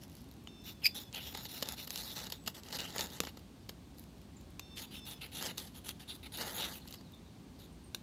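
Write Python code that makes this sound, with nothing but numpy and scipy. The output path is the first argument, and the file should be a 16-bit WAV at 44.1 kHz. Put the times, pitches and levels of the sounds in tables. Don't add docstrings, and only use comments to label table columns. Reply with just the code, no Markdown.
import sys
import numpy as np
from scipy import signal
from scipy.io import wavfile

SR = 44100
rng = np.random.default_rng(int(sys.argv[2]) if len(sys.argv) > 2 else 0)


def linear_from_db(decibels):
    return 10 ** (np.asarray(decibels, float) / 20)


def int16_out(signal):
    q = np.round(np.clip(np.atleast_2d(signal).T, -1, 1) * 32767)
    wavfile.write(sys.argv[1], SR, q.astype(np.int16))


N = 353858

# pitch_hz, density_db [dB per Hz]
TOWN_RUMBLE = [(20, -65), (40, -17), (62, 3), (130, -3), (210, -1), (295, -5), (420, -17)]
# pitch_hz, density_db [dB per Hz]
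GARDEN_AIR = [(800, -18.5), (1400, -27.5), (2400, -28.5), (3600, -26), (7000, -35.5), (10000, -29),
              (13000, -58), (16000, -36)]
AIR_DB, ECHO_DB = -53.5, -16.5
# start_s, length_s, start_hz, end_hz, level_db
BIRD_CHIRPS = [(2.36, 0.14, 7850, 7950, -67), (2.49, 0.13, 7900, 7900, -73), (3.60, .05, 5100, 4300, -72),
               (3.82, 0.043, 5040, 3800, -77), (4.36, 0.019, 8100, 6400, -67.5),
               (6.81, 0.027, 4680, 3520, -66), (6.963, 0.041, 5585, 3790, -60),
               (7.04, 0.059, 4440, 3500, -68), (7.12, 0.028, 4250, 3310, -65.5),
               (7.23, 0.062, 4400, 3350, -66.5), (7.72, 0.028, 9100, 8340, -71),
               (7.835, 0.03, 8900, 8600, -68), (7.855, .03, 8600, 8050, -72)]

# pitch_hz, width_hz, level_db
WOOD_MODES = [(173, 76, -1.5), (500, 275, -5), (870, 115, -1.5), (1258, 188, -6.5), (1570, 404, -6.5),
              (1966, 353, -7)]
# pitch_hz, width_hz, level_db
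ROD_MODES = [(2906, 245, 7), (3350, 840, 5), (3645, 326, 8), (4550, 860, 1)]
# pitch_hz, width_hz, level_db
UPPER_ROD_MODES = [(5350, 1000, -9), (6723, 684, 10), (6685, 1100, 8.5), (8620, 260, -11)]
# pitch_hz, width_hz, level_db
EDGE_MODES = [(10510, 1100, -6), (11080, 740, 4), (12450, 890, 2.5), (13950, 1340, 2), (14800, 1230, 0)]
# pitch_hz, width_hz, level_db
WHISTLE_MODE = [(13620, 260, 0)]
# pitch_hz, width_hz, level_db
LOW_WHISTLE_MODE = [(9890, 350, 0)]
# pitch_hz, width_hz, level_db
SHAKEN_MODES = [(3040, 550, 0), (4200, 600, -2), (6300, 390, 1.5), (7530, 300, 1), (9650, 400, 0),
                (12160, 700, 2), (13800, 540, 5)]
# ratio [to the main partial], level_db
CHATTER_PARTIALS = [(.75, -11), (1, 0), (1.495, -8), (1.745, -16)]

# start_s, peak_db
SHAVING_TICKS = [(0.036, -35), (0.0794, -50), (0.0972, -45), (0.1184, -48), (0.1281, -45), (0.1374, -52),
                 (0.152, -39), (0.168, -44), (0.2079, -48), (0.2164, -49), (0.2423, -48), (0.2882, -50),
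                 (0.3132, -40), (0.323, -49), (0.3391, -48), (0.3661, -51), (0.4389, -49), (0.5437, -60),
                 (0.618, -49), (0.7547, -57), (0.8041, -53), (1.035, -58), (1.053, -55), (1.0665, -54),
                 (1.0814, -55), (1.865, -48), (2.449, -50), (5.69, -54), (5.705, -54), (6.864, -53),
                 (2.439, -47), (3.9835, -40), (4.039, -42), (4.1819, -51), (4.4109, -48), (4.5046, -49),
                 (7.1212, -46), (7.1467, -51)]
# start_s, pitch_hz, peak_db, t60_s
LONE_RINGS = [
    (0.4732, 3000, -36, .012),
    (3.2031, 462, -25, 0.017),
    (3.2052, 172, -35, .055),
    (4.5955, 2680, -40, .014),
    (4.5955, 6150, -40, .014),
    (7.947, 9620, -42, .03),
    (7.947, 1585, -38, 0.02),
    (7.947, 3700, -29, 0.016),
    (7.947, 5830, -37, .016),
]
# start_s, length_s, main_partial_hz [at the start], level_db
CHATTER_LINES = [
    (0.475, 0.24, 3620, -63.5),
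    (0.73, 0.091, 3510, -72),
    (0.871, 0.23, 3550, -65),
    (4.605, 0.21, 3640, -63),
    (4.843, 0.082, 3530, -76),
    (4.945, 0.12, 3590, -59),
    (5.128, .06, 3480, -63),
]
# start_s, length_s, start_hz, end_hz, level_db
BLADE_CLIMBS = [
    (4.61, 0.14, 4170, 4550, -69),
    (4.85, 0.12, 4600, 4900, -66),
]
# start_s, second_partial_hz, second_partial_db, first_partial_db [above the second]
SQUEAL_PATH = [
    (0.838, 5160, -48, -3),
    (0.847, 5030, -30.5, -4.5),
    (0.853, 5040, -33, -6),
    (0.857, 4610, -24.5, -4),
    (0.861, 4840, -31, -9),
    (0.867, 4900, -18.5, -17.5),
    (0.868, 4760, -27.5, -5),
    (0.872, 5440, -41.5, 5.5),
    (0.877, 4900, -36, -23),
]

# start_s, peak_db, wood_db [above rod], edge_db [above rod]
CATCHES = [(1.3483, -27.5, -9, -15), (1.3733, -32, -9.5, -8), (1.4526, -29.5, -11.5, -23),
           (1.6248, -18.5, -9.5, -10.5), (1.8742, -32, -13, -7), (2.3, -30, -11, -7),
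           (2.3213, -21, -14.5, -11), (2.462, -31.5, -17, -13), (2.4752, -19, -10, -12),
           (2.7258, -25.5, -26, -18), (2.9245, -32, -14, -21), (2.9614, -41, 10.5, 6),
           (2.9917, -23, -5.5, -9.5), (3.235, -31, -4.5, -9), (3.2494, -29, -16, -15),
           (3.27, -29, -4.5, -21), (3.372, -37, -6.5, -13), (3.3925, -46, -18, -7),
           (3.6919, -27.5, -10, -11), (3.9444, -54, 0, -9), (4.2153, -49, -18, -7),
           (6.3723, -30.5, -27, -7), (6.8533, -49, 0, -16), (6.875, -39, -23, -9), (6.9082, -36.5, -11, -2),
           (6.9394, -34.5, -10, -10), (7.0094, -46.5, -7, -16)]
# start_s, peak_db, wood_db [above rod], edge_db [above rod]
SHARP_SNAPS = [(1.1272, -26, -11, -24), (1.6871, -15, -30, 1), (1.722, -22.5, -32, 6),
               (1.9044, -16, -12, -2), (1.9578, -15.5, -11, -2), (1.9754, -19, -27, -20),
               (2.002, -29, -30, -20), (2.707, -31, -19, -20), (2.7195, -30, -18, -20),
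               (2.7872, -21, -24, -12), (2.9035, -28, -17, -20), (3.02, -29, -13, -20),
               (3.053, -40, -12, -16), (3.069, -27, -18, -18), (2.803, -16.5, -24, -15),
               (2.8394, -38, -12, -27), (2.9814, -14, -23, -15), (3.0077, -10.5, -29, -8),
               (3.2025, -6.5, -6, -2), (5.223, -38, -4, -22), (5.389, -42, -13, -9), (5.4246, -18, -6, 4),
               (5.46, -21, -15, -21), (5.5797, -16, -9, -1), (5.5914, -28, -22, -19), (5.89, -19, -11, -2),
               (6.4944, -27, -6, -6), (6.6112, -23, -9, -18)]
# start_s, peak_db, edge_db [above rod]
GRIT_CRACKLES = [(0.964, -42, -12), (1.148, -30, -15), (1.342, -41, -10), (1.4614, -37, -14),
                 (1.5171, -39, -9), (1.5792, -36, -18), (1.6116, -36.0, -11), (1.62, -34, -10),
                 (1.631, -29.0, -12), (1.6582, -35, -4), (1.6737, -37.0, -2), (1.737, -36.0, -9),
                 (1.8442, -36.0, 0), (1.945, -43, -10), (2.019, -34.0, -17), (2.1173, -37, -2),
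                 (2.1551, -37.0, -9), (2.16, -39, -8), (2.1643, -35.0, -9), (2.172, -34, -12),
                 (2.1906, -30, -9), (2.202, -34.0, -8), (2.2074, -39, -18), (2.2454, -35.0, -5),
                 (2.2693, -31, -7), (2.3307, -35, -13), (2.469, -34, -19), (2.5684, -40, -7),
                 (2.6348, -37, -11), (2.6866, -35, -14), (2.7547, -32, -10), (2.7605, -31, -13),
                 (2.7956, -38, -17), (2.8348, -38, -12), (2.845, -39, -16), (3.0156, -32.0, -12),
                 (3.1025, -39.0, -17), (3.1354, -43, -8), (3.7011, -43.0, -9), (3.9954, -51, 16),
                 (5.055, -47, -14), (5.1117, -34, -18), (5.216, -43, -25), (5.412, -34.0, -2),
                 (5.4356, -31.0, -7), (5.4673, -27, -6), (5.601, -37, -12), (5.7532, -47, -12),
                 (6.468, -38, -16), (6.4815, -33, -10), (6.58, -38, -16), (6.6443, -32, -10),
                 (6.8856, -38, -6), (6.926, -33, -9), (6.946, -44, -6)]
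# start_s, peak_db, wood_db [above rod], edge_db [above rod]
SPINE_TAPS = [
    (0.4730, -35, -3, -11),
    (4.5945, -25, -13.5, -8),
    (7.9467, -21.5, -23, -10),
]

# start_s, length_s, peak_share, peak_db, contact_hz
GLIDING = [(0.636, 0.094, 0.52, -51, 3670), (0.944, 0.092, 0.16, -46, 3700),
           (1.199, 0.13, 0.61, -47.5, 3350), (1.408, 0.057, 1, -50.5, 4000), (1.483, .12, 0.71, -46, 3920),
           (1.763, 0.087, 0.64, -49, 4000), (1.892, 0.17, 0.56, -44, 3830), (2.045, 0.12, 0.52, -46, 3980),
           (2.32, 0.053, .05, -59, 3680), (4.758, 0.095, 0.62, -47.5, 3350), (4.908, 0.087, 0.6, -52, 3140),
           (5.05, 0.09, 0.63, -47.5, 3400), (5.316, 0.0883, 0.87, -45, 3400), (5.572, 0.11, 0, -44.5, 3600),
           (5.741, 0.048, .6, -52.5, 3200), (5.839, 0.077, 0.62, -48, 3240),
           (6.075, 0.089, 0.25, -49.5, 3530), (6.318, 0.052, 0.5, -47.5, 3440)]
# start_s, length_s, peak_share, peak_db, contact_hz
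DIGGING = [(1.335, 0.075, 1, -48.5, 3350), (1.604, 0.14, 0.61, -47.5, 3650),
           (2.157, 0.12, 0.086, -43, 3800), (2.54, 0.059, .4, -52, 3900), (2.628, 0.085, 0.96, -49.5, 2900),
           (2.719, 0.054, 0.46, -42.5, 3580), (2.783, 0.079, 0.21, -43.5, 3860),
           (2.87, 0.049, 0.6, -50.5, 3560), (2.931, 0.13, 0.48, -41, 3800),
           (3.068, 0.12, 0.65, -52.5, 3550), (5.406, 0.11, .05, -39, 3850), (6.372, 0.16, 0.2, -39, 3670),
           (6.535, 0.19, 0.49, -41.5, 3750)]
# start_s, length_s, peak_share, peak_db, contact_hz
THUMB_CHOKED = [
    (0.816, 0.02, .95, -51.5, 2830),
    (1.133, 0.06, 0.34, -44, 2720),
    (5.208, 0.057, 0.088, -46.5, 2530),
    (5.993, 0.044, 0.065, -53, 3500),
    (6.227, 0.044, 0.99, -50.5, 2400),
]
# start_s, length_s, peak_share, peak_db, contact_hz
BRUSHING = [
    (0.01, 0.046, 0.4, -58, 4460),
    (0.09, 0.28, 0.29, -66.5, 3650),
    (2.484, 0.019, .05, -52, 3620),
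    (3.21, 0.086, 0.89, -54.5, 3700),
    (3.97, 0.21, .05, -63, 3400),
    (6.85, 0.11, 0.66, -61, 3470),
    (7.585, 0.076, 0.19, -59, 3500),
]
# start_s, length_s, peak_share, peak_db, contact_hz
SIZZLING = [
    (6.545, 0.074, .5, -54.5, 3300),
    (6.73, 0.053, .1, -53.5, 2800),
]
# swell [dB/s], fade [dB/s], wood_db, upper_rod_db, edge_db [above the rod]
GRIP_SHAPES = [
    (91.5, 142, -4.5, 1, -4.5),
    (87, 66, -0.5, 0.5, -8.5),
    (121, 118, -2.5, -11, -8),
    (110, 150, -3.5, 2.5, -2),
    (60, 60, -4, 5, 2),
]
GRIP_WHISTLE_DB = [
    -0.5,
    -8,
    -2,
    -12,
    -9.5,
]
GRIP_SAG_HZ_PER_S = [
    500,
    797,
    14100,
    300,
    300,
]
GRIP_CONTACT_DB = [
    -18,
    -27,
    -17.5,
    -24.5,
    -21.5,
]

CATCHES_PER_S, CRUNCH_MS, TAP_MS = 5400, 3.23, 2.6
CRACKLE_LIFT_DB, CRACKLE_WOOD_DB, REBOUND = 7, -29, 0.46
DULLING_DB_PER_S, LOW_WHISTLE_DB = 2.0, -16
SHOULDER_DB, SHOULDER_FADE_DB_PER_S = -5.5, 2
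CHATTER_SAG_HZ_PER_S, CHATTER_FLICKER_DB = 520, 2.5


def rms_one(x):
    return x / np.sqrt(np.mean(x ** 2) + 1e-20)


def flicker(per_s, spread_db, step=100):
    r = np.exp(-2 * np.pi * step * per_s / SR)
    white = rng.standard_normal(N // step + 1002)
    slow = signal.lfilter([1], [1, -2 * r, r * r], white)[1000:]
    return np.interp(np.arange(N) / step, np.arange(len(slow)), linear_from_db(spread_db * rms_one(slow)))


def drift(per_s, step=100):
    return np.log(flicker(per_s, 20 / np.log(10), step))


def grit(per_s, spread_db):
    sizes = linear_from_db(spread_db * np.minimum(rng.exponential(1, N), 5)) * rng.choice([-1, 1], N)
    return rms_one(sizes * (rng.random(N) < per_s / SR))


def ring(clicks, hz, t60):
    r = np.exp(-3 * np.log(10) / (t60 * SR))
    w = 2 * np.pi * hz / SR
    return signal.lfilter([0, np.sin(w)], [1, -2 * r * np.cos(w), r * r], clicks + 1e-18)


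def body(force, modes, damping=1, patchy_db=0):
    out, power = 0, 0
    floor = 1e-18 * (-1.) ** (np.arange(force.shape[-1]) // 2)
    for k, (hz, width, level_db) in enumerate(modes):
        r = np.exp(-np.pi * width * damping / SR)
        b = (1 - r * r) / 2 * np.array([1, 0, -1])
        a = [1, -2 * r * np.cos(2 * np.pi * hz / SR), r * r]
        wax = flicker(11, patchy_db) if patchy_db else 1
        out = out + (-1) ** k * linear_from_db(level_db) * signal.lfilter(b, a, force * wax + floor)
        power += linear_from_db(2 * level_db) * np.pi * width * damping / SR
    return out / np.sqrt(power)


def moving_resonance(force, hz, width_hz, size=256):
    out, state, r = np.zeros(N), np.zeros(2), np.exp(-np.pi * width_hz / SR)
    for i in range(0, N, size):
        poles = [1, -2 * r * np.cos(2 * np.pi * hz[i] / SR), r * r]
        out[i:i + size], state = signal.lfilter([1, 0, -1], poles, force[i:i + size], zi=state)
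    return out


def whistles(rows):
    out = np.zeros(N)
    for s, length, start_hz, end_hz, db in rows:
        at, count = round(s * SR), round(length * SR)
        phase = 2 * np.pi * np.cumsum(np.geomspace(start_hz, end_hz, count)) / SR
        out[at:at + count] += linear_from_db(db) * np.sqrt(np.hanning(count)) * np.sin(phase)
    return out


def echoes(x, t60):
    t = np.arange(round(.3 * SR)) / SR
    cloud = rng.standard_normal(len(t)) * (t > .004) * np.exp(-np.log(1000) * t / t60)
    return signal.fftconvolve(x, cloud / np.sqrt(np.sum(cloud ** 2)))[:N]


def air():
    out, edges = 0, 18 * 2 ** np.arange(0, 10.1, .5)
    white = rng.standard_normal((2, N + SR))
    hz, db = np.transpose(TOWN_RUMBLE + GARDEN_AIR)
    for k, (low, high) in enumerate(zip(edges, edges[1:])):
        band_pass = signal.butter(2, [low, high], "band", fs=SR, output="sos")
        band = signal.sosfilt(band_pass, white[k % 2])[SR:]
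        out = out + linear_from_db(np.interp(np.log(low * high) / 2, np.log(hz), db)) * band
    return linear_from_db(AIR_DB) * rms_one(out)


def birds():
    calls = whistles(BIRD_CHIRPS) * flicker(90, spread_db=5.5)
    return calls + linear_from_db(-4) * echoes(calls, t60=0.26)


def ticks():
    force, snap = np.zeros(N), rng.standard_normal((len(SHAVING_TICKS), 200))
    decay = np.exp(-np.arange(200) / (0.001 * SR))
    for (s, db), noise in zip(SHAVING_TICKS, snap):
        at = round(s * SR)
        force[at:at + 200] += linear_from_db(db - 6.0) * noise * decay
    treble = body(force, EDGE_MODES[1:4] + WHISTLE_MODE, damping=0.89)
    return treble + linear_from_db(8) * body(force, UPPER_ROD_MODES) + linear_from_db(2) * body(force, ROD_MODES, damping=2.0)


def pings():
    out, t = np.zeros(N + SR), np.arange(SR // 4) / SR
    for s, hz, db, t60 in LONE_RINGS:
        at = round(s * SR)
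        out[at:at + len(t)] += linear_from_db(db - 60 * t / t60) * np.sin(2 * np.pi * hz * t)
    return out[:N]


def chatter():
    t, gain, path = np.arange(N) / SR, np.zeros(N), []
    for s, length, hz, db in CHATTER_LINES:
        gain += linear_from_db(db + 3) * np.clip(np.minimum(t - s, s + length - t) / .01, 0, 1)
        path += [(s, hz), (s + length, hz - CHATTER_SAG_HZ_PER_S * length)]
    s, hz = np.transpose(path)
    turns = np.cumsum(np.interp(t, s, hz)) / SR
    lines = 0
    for ratio, db in CHATTER_PARTIALS:
        wander = np.cumsum(drift(4.53)) * ratio * 8.3 / SR
        line = np.sin(2 * np.pi * (ratio * turns + wander))
        lines = lines + linear_from_db(db) * flicker(35, CHATTER_FLICKER_DB) * line
    return whistles(BLADE_CLIMBS) + gain * lines


def squeal():
    s, hz, db, first_db = np.transpose(SQUEAL_PATH)
    t = np.arange(N) / SR
    phase = np.pi * np.cumsum(np.interp(t, s, hz) * (1 + 0.0202 * drift(270, step=10))) / SR
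    level = linear_from_db(np.interp(t, s, db, left=-120, right=-120) + 3)
    second = linear_from_db(1.1 * drift(250, step=20)) * np.sin(2 * phase)
    first = linear_from_db(np.interp(t, s, first_db) + 5.0 * drift(320, step=20)) * np.sin(phase)
    tone = level * (first + second)
    shaken = linear_from_db(-9.5) * body(level * grit(3400, 4.0), SHAKEN_MODES)
    return tone + shaken + linear_from_db(-49) * ring(tone, 4100, .15)


def strike(events, bursts, damping):
    s, db, wood_db, edge_db = np.transpose(events)[:4, :, None]
    rod = body(bursts, ROD_MODES + UPPER_ROD_MODES, damping)
    wood = body(bursts, WOOD_MODES, damping)
    edge = body(bursts, EDGE_MODES + WHISTLE_MODE, damping)
    db = db - 6.0 - 20 * np.log10(np.abs(rod).max(axis=1, keepdims=True))
    sounds = linear_from_db(db) * (rod + linear_from_db(wood_db) * wood + linear_from_db(edge_db) * edge)
    out, size = np.zeros(N + SR), bursts.shape[1]
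    for at, sound in zip((s[:, 0] * SR).astype(int), sounds):
        out[at:at + size] += sound
    return out


def knocks():
    t_ms, lead = np.arange(2000) * 1000 / SR, round(.004 * SR)
    crackling = [(s - .0012, db + CRACKLE_LIFT_DB, CRACKLE_WOOD_DB, edge_db) for s, db, edge_db in GRIT_CRACKLES]
    snapping = SHARP_SNAPS + crackling
    chance = rng.random((len(CATCHES) + len(SPINE_TAPS) + len(snapping), 2000))
    crunch = rng.standard_normal(chance.shape) * (0.42 + 1.56 * (chance < .05))
    for_catches, for_taps, for_snaps = np.split(crunch, np.cumsum([len(CATCHES), len(SPINE_TAPS)]))
    build_up = np.exp(np.minimum(t_ms - 5, 0) / (0.48 * CRUNCH_MS))
    catches = build_up * np.exp(-np.maximum(t_ms - 5, 0) / CRUNCH_MS) * for_catches
    click = 1. * (t_ms == 0)
    snaps = click - REBOUND * np.roll(click, 3) + linear_from_db(-13.5) * np.exp(-t_ms / 2.0) * for_snaps
    caught = strike(CATCHES, catches, damping=1.3)
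    snapped = np.roll(strike(snapping, snaps, damping=4), round(0.001084 * SR))
    tapped = strike(SPINE_TAPS, np.exp(-t_ms / TAP_MS) * for_taps, damping=2.9)
    return caught[lead:lead + N] + snapped[:N] + tapped[:N]


def pressure():
    t, gains, contact = np.arange(N) / SR, np.zeros((6, N)), []
    grips = (GLIDING, DIGGING, THUMB_CHOKED, BRUSHING, SIZZLING)
    for rows, shape, whistle_db, sag, contact_db in zip(
            grips, GRIP_SHAPES, GRIP_WHISTLE_DB, GRIP_SAG_HZ_PER_S, GRIP_CONTACT_DB):
        swell, fade, wood_db, upper_db, edge_db = shape
        for s, length, share, db, hz in rows:
            on = slice(round(s * SR), round((s + length) * SR))
            late = t[on] - s - np.clip(share, 0, 1) * length
            high_db = edge_db + whistle_db - DULLING_DB_PER_S * s
            low_db = edge_db + whistle_db + LOW_WHISTLE_DB + DULLING_DB_PER_S * s
            shares = linear_from_db(np.array([0, wood_db, upper_db, edge_db, high_db, low_db]))[:, None]
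            gains[:, on] += shares * linear_from_db(db + swell * np.minimum(late, 0) - fade * np.maximum(late, 0))
            sag_hz = sag * length / 2
            contact += [(s, hz + sag_hz, contact_db), (s + length, hz - sag_hz, contact_db)]
    s, hz, db = np.transpose(sorted(contact))
    return gains, np.interp(t, s, hz), np.interp(t, s, db)


def strokes():
    gains, contact_hz, contact_db = pressure()
    lift = np.exp(-1 / (0.0034 * SR))
    settle = np.exp(-1 / (0.09 * SR))
    gains = gains + 1e-12
    rustle = signal.lfilter([1 - settle], [1, -settle], gains)
    gains = signal.lfilter([1 - lift], [1, -lift], gains) + linear_from_db(-13) * rustle
    rasp = grit(CATCHES_PER_S, 4.12) + 0.14 * grit(200, 1.5) + 0.84 * rng.standard_normal((6, N))
    rasp = rasp * flicker(91, spread_db=1.5, step=10)
    rod, wood, upper, edge, whistle, low_whistle = gains * rms_one(rasp)
    contact = moving_resonance(rod * linear_from_db(contact_db), contact_hz, width_hz=496)
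    shoulder = upper * linear_from_db(SHOULDER_DB - SHOULDER_FADE_DB_PER_S * np.arange(N) / SR)
    steady = body(rod, ROD_MODES, damping=1.31, patchy_db=4.5) + body(wood, WOOD_MODES, patchy_db=0.5)
    bright = body(upper, UPPER_ROD_MODES[1:], patchy_db=1.5)
    bright = bright + body(shoulder, UPPER_ROD_MODES[:1], damping=0.78)
    bright = bright + body(edge, EDGE_MODES, patchy_db=3.0) + body(whistle, WHISTLE_MODE, patchy_db=-0.5)
    dulled = body(low_whistle, LOW_WHISTLE_MODE, patchy_db=0.5)
    return linear_from_db(-3.5) * steady + bright + dulled + contact


def scene():
    near = ticks() + pings() + chatter() + squeal() + knocks() + strokes()
    return (air() + birds() + near + linear_from_db(ECHO_DB) * echoes(near, t60=0.15))[None]


def band_limit(x):
    return signal.sosfilt(signal.butter(12, 16650, fs=SR, output="sos"), x)


def record(dry):
    thin = signal.sosfilt(signal.butter(2, 45, "high", fs=SR, output="sos"), dry)
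    rounded = 0.3 * np.tanh(thin / 0.3)
    mix = signal.sosfilt(signal.cheby2(10, 60, 16900, fs=SR, output="sos"), rounded)
    return band_limit(mix)


dry = scene()
out = record(dry)
int16_out(out)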